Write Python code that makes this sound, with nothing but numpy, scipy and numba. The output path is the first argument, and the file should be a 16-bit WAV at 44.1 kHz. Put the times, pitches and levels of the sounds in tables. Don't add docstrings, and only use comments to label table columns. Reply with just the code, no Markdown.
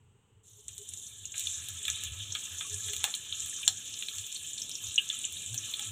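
import sys
import numpy as np
from scipy import signal
from scipy.fft import rfft, irfft
from scipy.io import wavfile
from scipy.ndimage import uniform_filter1d
from numba import njit

SR = 44100
rng = np.random.default_rng(int(sys.argv[2]) if len(sys.argv) > 2 else 0)


def unload_wav(signal):
    wavfile.write(
        sys.argv[1],
        SR,
        np.round(np.clip(np.atleast_2d(signal).T, -1, 1) * 32767).astype(np.int16),
    )


N = 260895
SIZE = 8192


def amp(db):
    return 10 ** (np.asarray(db) / 20)


def unit(x):
    return x / np.sqrt(np.mean(x ** 2))


def curve(rows):
    s, *columns = np.transpose(rows)
    return [np.interp(np.arange(N) / SR, s, c) for c in columns]


def shape_db(points, hz):
    f, db = np.transpose(points)
    return np.interp(np.log(np.maximum(hz, 1)), np.log(f), db)


def band_noise(centre_hz, width_hz):
    b, a = signal.iirpeak(centre_hz, centre_hz / width_hz, fs=SR)
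    once = signal.lfilter(b, a, rng.standard_normal(N))
    return unit(signal.lfilter(b, a, once))


def walk(rate):
    k = int(SR / rate)
    steps = np.repeat(rng.standard_normal(N // k + 1), k)
    return unit(uniform_filter1d(steps, k)[:N])


def humps(rows, length_s):
    t = np.arange(N) / SR
    return [amp(db) * np.exp(-((t - s) / length) ** 2) for (s, db), length in zip(rows, length_s)]


@njit
def ring(out, at, hz, cycles, size):
    for k in range(len(at)):
        fall = np.exp(-np.pi * hz[k] / SR / cycles[k])
        turn = fall * np.exp(2j * np.pi * hz[k] / SR)
        z, swell, i = size[k] + 0j, 1., at[k]
        while i < len(out) and abs(z) > size[k] / 300:
            out[i] += z.imag * (1 - swell) ** 2
            z, swell, i = z * turn, swell * fall ** 3, i + 1
    return out


def add(out, s, sound, db):
    start = int(s * SR)
    out[start:start + SIZE] += sound * amp(db) / np.abs(sound).max()


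# frequency in Hz, spectral density in relative dB.
ROOM_SPECTRUM = [(180, -2), (300, -15), (425, 2.5), (656, -25.5), (820, -7), (1640, -16), (2300, -17.5),
                 (2930, -9), (5100, -36), (6740, -18.5), (8220, -12), (9550, -34)]
HISS_DB = -72


def room_hiss():
    hz = np.arange(N // 2 + 1) * SR / N
    spectrum = rfft(rng.standard_normal(N)) * amp(shape_db(ROOM_SPECTRUM, hz))
    return unit(irfft(spectrum, N)) * amp(HISS_DB + 1.0 * walk(2.18))


# middle in seconds, level in dB,
# length in seconds from the middle to 1/e of the level.
WHISTLES = [(0.611, -68, 0.034), (0.807, -57.5, 0.027), (1.845, -59, 0.034), (2.731, -59.5, 0.04),
            (2.922, -55, 0.059)]
WHISTLE_HZ, WHISTLE_WIDTH_HZ = 417, 24


def whistle():
    swells = humps([(s, db) for s, db, _ in WHISTLES], [length for _, _, length in WHISTLES])
    return sum(swells) * band_noise(WHISTLE_HZ, WHISTLE_WIDTH_HZ)


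# time in seconds, level in dB.
ROAR_LEVEL = [(0, -79), (2, -67), (5.92, -64)]


def roar():
    return band_noise(137, 346) * amp(curve(ROAR_LEVEL)[0] + 1.67 * walk(4.6))


# middle in seconds, level in dB.
LOW_BUMPS = [(.36, -67), (.55, -59), (.68, -61), (.92, -56.5), (1.23, -56.5), (1.48, -57.5), (1.6, -53),
             (1.74, -49.5), (1.92, -50), (2.06, -48), (2.13, -46), (2.21, -47.5), (2.301, -47),
             (2.55, -52.5), (2.75, -46.5), (2.87, -49), (3.0, -53), (3.32, -57), (3.45, -58), (3.73, -51.5),
             (4.2, -52), (4.87, -51), (5.36, -60), (5.529, -45), (5.63, -50), (5.92, -46)]
BUMP_S, BUMP_HZ = 0.047, 90.0
BETWEEN_DB = -67


def bumps():
    swell = np.sqrt(sum(hump ** 2 for hump in humps(LOW_BUMPS, [BUMP_S] * len(LOW_BUMPS))))
    pitch_hz = BUMP_HZ * (1 + 0.1107 * walk(14))
    body = np.sin(2 * np.pi * np.cumsum(pitch_hz) / SR)
    rough = 0.33 * band_noise(101.6, 39.5) + 0.033 * band_noise(23, 50)
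    between = amp(BETWEEN_DB + 3.5 * walk(12)) * band_noise(95.6, 55)
    return swell * unit(body + rough) + between


# time to fall 60 dB in seconds, relative level in dB.
TAILS = [(0.043, -9), (0.161, -16.5)]


def scatter(count):
    t = np.arange(SIZE) / SR
    onset = np.clip(t / 0.00084 - .5, 0, 1)
    fade = onset * sum(amp(db - 60 * t / t60) for t60, db in TAILS)
    return rfft(0.21 * fade * rng.standard_normal((count, SIZE)))


# frequency in Hz, gain in dB.
BURST_TONE = [(120, -96), (430, -14.5), (700, -24.5), (2000, -11), (2700, -3), (3500, 7.5), (4300, -4),
              (4650, -20), (4870, -34), (5100, -14), (5400, -7.5), (7200, 4.5), (9000, -4), (11400, -12.5),
              (15400, -13), (15750, -41)]
# frequency in Hz, width in Hz, lift in dB.
PAN_MODES = [(770, 130, 15), (1293, 68, 12.5), (1693, 140, 10), (2416, 80, 10.5), (2808, 32, 8)]


def colour(shift=1):
    hz = np.arange(SIZE // 2 + 1) * SR / SIZE
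    db = shape_db(BURST_TONE, hz)
    for mode_hz, width_hz, lift_db in PAN_MODES:
        db = db + lift_db / (1 + (2 * (hz - mode_hz * shift) / width_hz) ** 2)
    cepstrum = irfft(np.log(amp(db)))
    cepstrum[1:SIZE // 2] *= 2
    cepstrum[SIZE // 2 + 1:] = 0
    return np.exp(rfft(cepstrum))


SPOT_SHIFT = 0.018


def paths(count):
    colours = [colour(1 + SPOT_SHIFT * c) for c in rng.standard_normal(count)]
    return (1 + scatter(count)) * colours


# start in seconds, peak level in dB, pitch in Hz.
GURGLE_EVENTS = [(1.09, -61, 2400), (1.245, -46, 2780), (2.645, -51, 1160), (2.71, -50.5, 1700),
                 (2.798, -53, 1710), (4.99, -49, 1665), (5.126, -52.5, 1314), (5.352, -60, 1740),
                 (5.535, -55, 1667), (5.79, -55, 824)]
GURGLE_S, GURGLE_CYCLES = .03, 25.0
RING_WET = 0.48


def gurgles():
    out = np.zeros(N + SIZE)
    for (s, db, hz), echo in zip(GURGLE_EVENTS, scatter(count=len(GURGLE_EVENTS))):
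        when, detune = rng.random((2, 6))
        at = (GURGLE_S * when ** 2 * SR).astype(np.int64)
        pitch_hz = hz * (1 + 0.055 * (detune - .5))
        wobble = ring(np.zeros(SIZE), at, pitch_hz, np.full(6, GURGLE_CYCLES), np.ones(6))
        add(out, s, irfft(rfft(wobble) * (1 + RING_WET * echo)), db)
    return out[:N]


# start in seconds, peak level in dB, lowest pitch in Hz,
# time for the swarm to fall 60 dB in seconds.
GULP_EVENTS = [(0.688, -42, 2150, 0.13), (0.92, -39, 3200, 0.013), (1.341, -43, 1520, 0.13),
               (1.8822, -31, 1170, 0.12), (2.3513, -27.5, 1450, 0.056), (2.609, -35.5, 1220, 0.18),
               (2.8841, -32, 1350, 0.045), (3.0408, -21.5, 910, 0.02), (3.074, -37.5, 620, 0.12),
               (3.6764, -29, 810, 0.0153)]


def gulps():
    out = np.zeros(N + SIZE)
    for (s, db, hz, t60), way in zip(GULP_EVENTS, paths(count=len(GULP_EVENTS))):
        when, small = rng.random((2, 150))
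        late = t60 * when ** 2.8
        pitch_hz = hz * 2.4 ** small * (1 + 1.3 * late)
        size = amp(-60 * late / t60)
        swarm = ring(np.zeros(SIZE), (late * SR).astype(np.int64), pitch_hz, np.full(len(late), 3.5), size)
        add(out, s, irfft(rfft(swarm) * way), db)
    return out[:N]


# start in seconds, peak level in dB, bubble pitch in Hz,
# treble of the crack against the ring in dB.
POP_EVENTS = [(0.682, -25, 7350, -22.5), (0.7801, -27, 7970, -18), (0.8901, -23.5, 8520, -30),
              (0.9369, -23, 8100, -21.5), (1.2545, -22.5, 7200, -38.5), (1.3196, -30, 7200, -47.5),
              (1.3418, -30, 2280, -19.5), (1.38, -19, 8500, -22), (1.3954, -16, 7540, 8),
              (1.4705, -20, 3770, -19.5), (1.6865, -20, 8250, 0), (1.8295, -26.5, 7870, -46.5),
              (1.8528, -23, 3420, -14.5), (1.8808, -16.5, 2920, -13), (1.9007, -16, 6520, -23.5),
              (2.0368, -18.5, 8100, -11), (2.3222, -25, 5880, -44.5), (2.3507, -20.5, 3730, -16),
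              (2.6093, -26, 3000, -21), (2.743, -20, 7240, -34), (2.884, -26, 3150, -10.5),
              (2.934, -21.5, 3280, -6.5), (2.9653, -18, 7700, -14), (3.0411, -10.5, 3684, -9.5),
              (3.1401, -19.5, 4100, -23.5), (3.1516, -21, 9700, -13.5), (3.325, -22.5, 3560, -32.5),
              (3.4038, -24, 6430, -21.5), (3.461, -23.5, 7000, -1), (3.6306, -27, 2890, -33.5),
              (3.6782, -3.5, 5970, -21), (3.939, -26, 5230, -38.5), (4.024, -24.5, 2920, -16),
              (4.085, -22.5, 3750, -16), (4.1836, -21.5, 6130, -16.5), (4.265, -27, 6530, -42),
              (4.3254, -25, 6900, -26), (4.361, -28, 4590, -45), (4.5785, -27, 4520, -34),
              (4.6183, -21, 5820, -40), (4.6943, -25, 7200, -12.5), (4.714, -28.5, 5400, -42.5),
              (4.753, -26, 5350, -42.5), (4.9427, -22.5, 7270, -33.5), (4.9584, -20.5, 6370, -37.5),
              (4.9791, -11.5, 2974, -47.5), (5.09, -21.5, 6800, -26.5), (5.1, -19, 3450, -35),
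              (5.1886, -26.5, 9400, -43), (5.241, -26.5, 2985, -35), (5.251, -18.5, 7060, -43),
              (5.325, -23, 7040, 18), (5.544, -18, 8300, -1), (5.5779, -21, 6230, -55),
              (5.7139, -23.5, 8000, -12), (5.738, -23, 3670, -25), (5.7946, -22, 6670, -9.5)]
POP_CYCLES, CRACK_HALVES_DB = 1.18, 14.5
SPLIT_RINGS, SPLIT_SPREAD = 3.0, 0.086
CRACK_WET, TREBLE_HZ = .75, 10000


def pops():
    out, tint = np.zeros(N + SIZE), colour()
    tear = rfft([1, -.95], SIZE) * tint
    treble = np.arange(len(tear)) * SR / SIZE > TREBLE_HZ
    tear /= np.abs(irfft(tear * treble)).max()
    for (s, db, hz, crack_db), echo in zip(POP_EVENTS, scatter(count=len(POP_EVENTS))):
        cycles = POP_CYCLES * 2 ** (-crack_db / CRACK_HALVES_DB)
        late, detune = rng.random((2, 4)) * (np.arange(4) > 0)
        at = (SPLIT_RINGS * cycles / hz * SR * late).astype(np.int64)
        pitch_hz = hz * (1 + SPLIT_SPREAD * np.sin(2 * np.pi * detune))
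        body = ring(np.zeros(SIZE), at, pitch_hz, np.full(4, max(cycles, .6)), amp(-5 * late))
        body = irfft(rfft(body) * tint * (1 + RING_WET * echo))
        crack = irfft(tear * (1 + CRACK_WET * echo))
        add(out, s, body / np.abs(body).max() + amp(crack_db) * crack, db)
    return out[:N]


# start in seconds, fine, middle and coarse bubbles in dB, first flare against those levels in dB.
LANDINGS = [(0.429, -55.5, -68, -93, 0.5), (.68, -54, -58.5, -73.5, 2.5), (.86, -54.5, -57.5, -75, 7),
            (1.342, -46, -49, -58, 8.5), (1.83, -55, -50, -59, 6), (2.35, -42.5, -74, -62.5, -2.5),
            (2.75, -60, -73, -56.5, 3), (4.8, -51.5, -50, -61, 6), (5.55, -42.5, -45, -60, -3.5)]
# swell time in seconds, time the flare takes to die away in seconds, drying out in dB per second.
BUBBLE_ANSWER = [(0.019, 0.27, 1.13), (0.043, 0.13, 0.79), (0.022, 0.032, 6)]


def boiling():
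    t = np.arange(0, N / SR, .002)
    swell_s, flare_s, dry_db = np.transpose(BUBBLE_ANSWER)[:, :, None]
    power = 0
    for s, *levels_db, flare_db in LANDINGS:
        since = np.maximum(t - s, 0)
        flare = flare_db * np.exp(-(since / flare_s) ** 2)
        db = np.array(levels_db)[:, None] + flare - dry_db * since
        swell = 1 - np.exp(-since / swell_s)
        power = power + (swell * amp(db)) ** 2
    return [np.interp(np.arange(N) / SR, t, gain) for gain in np.sqrt(power)]


# lowest pitch in Hz, highest pitch in Hz,
# bursts per second, middle number of cycles rung, size scatter in dB, spread of the flurries in dB.
BUBBLE_KINDS = [(4840, 18500, 16500, 5.1, 5.5, 1.5), (2367, 4370, 3000, 10.1, 3, 2.5),
                (888, 2850, 1000, 5.7, 2, 4)]
CROWDED_S, SPARSE_RISE = 1.34, 1.16


def sizzle():
    out = np.zeros(N)
    together_db = 0.83 * walk(24.996)
    ways = irfft(paths(count=5))
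    for (low_hz, high_hz, rate, cycles, scatter_db, flurry_db), gain in zip(BUBBLE_KINDS, boiling()):
        kind = 0
        count = int(rate * N / SR / len(ways))
        for spot, way in enumerate(ways):
            when, place, big, long = rng.random((4, count))
            low = low_hz * np.where(when * N / SR < CROWDED_S, SPARSE_RISE, 1)
            hz = low * (high_hz / low) ** ((spot + 2 * place) / (len(ways) + 1))
            size = amp(-scatter_db * np.log(1 - .998 * big))
            at = (when * N).astype(np.int64)
            bursts = ring(np.zeros(N), at, hz, cycles * 2.4 ** (long - .5), size)
            stir_db = flurry_db * walk(18) + together_db + 1.45 * walk(3.0)
            kind = kind + signal.oaconvolve(bursts * amp(stir_db), way)[:N]
        out += unit(kind) * gain
    return out


def scene():
    kitchen = room_hiss() + whistle() + roar() + bumps()
    mono = kitchen + gurgles() + gulps() + pops() + sizzle()
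    return np.array([mono, mono])


TOP_HZ = 16850


def record(dry):
    low_pass = signal.ellip(10, .2, 60, TOP_HZ, fs=SR, output="sos")
    return signal.sosfilt(low_pass, dry)


dry = scene()
out = record(dry)
unload_wav(out)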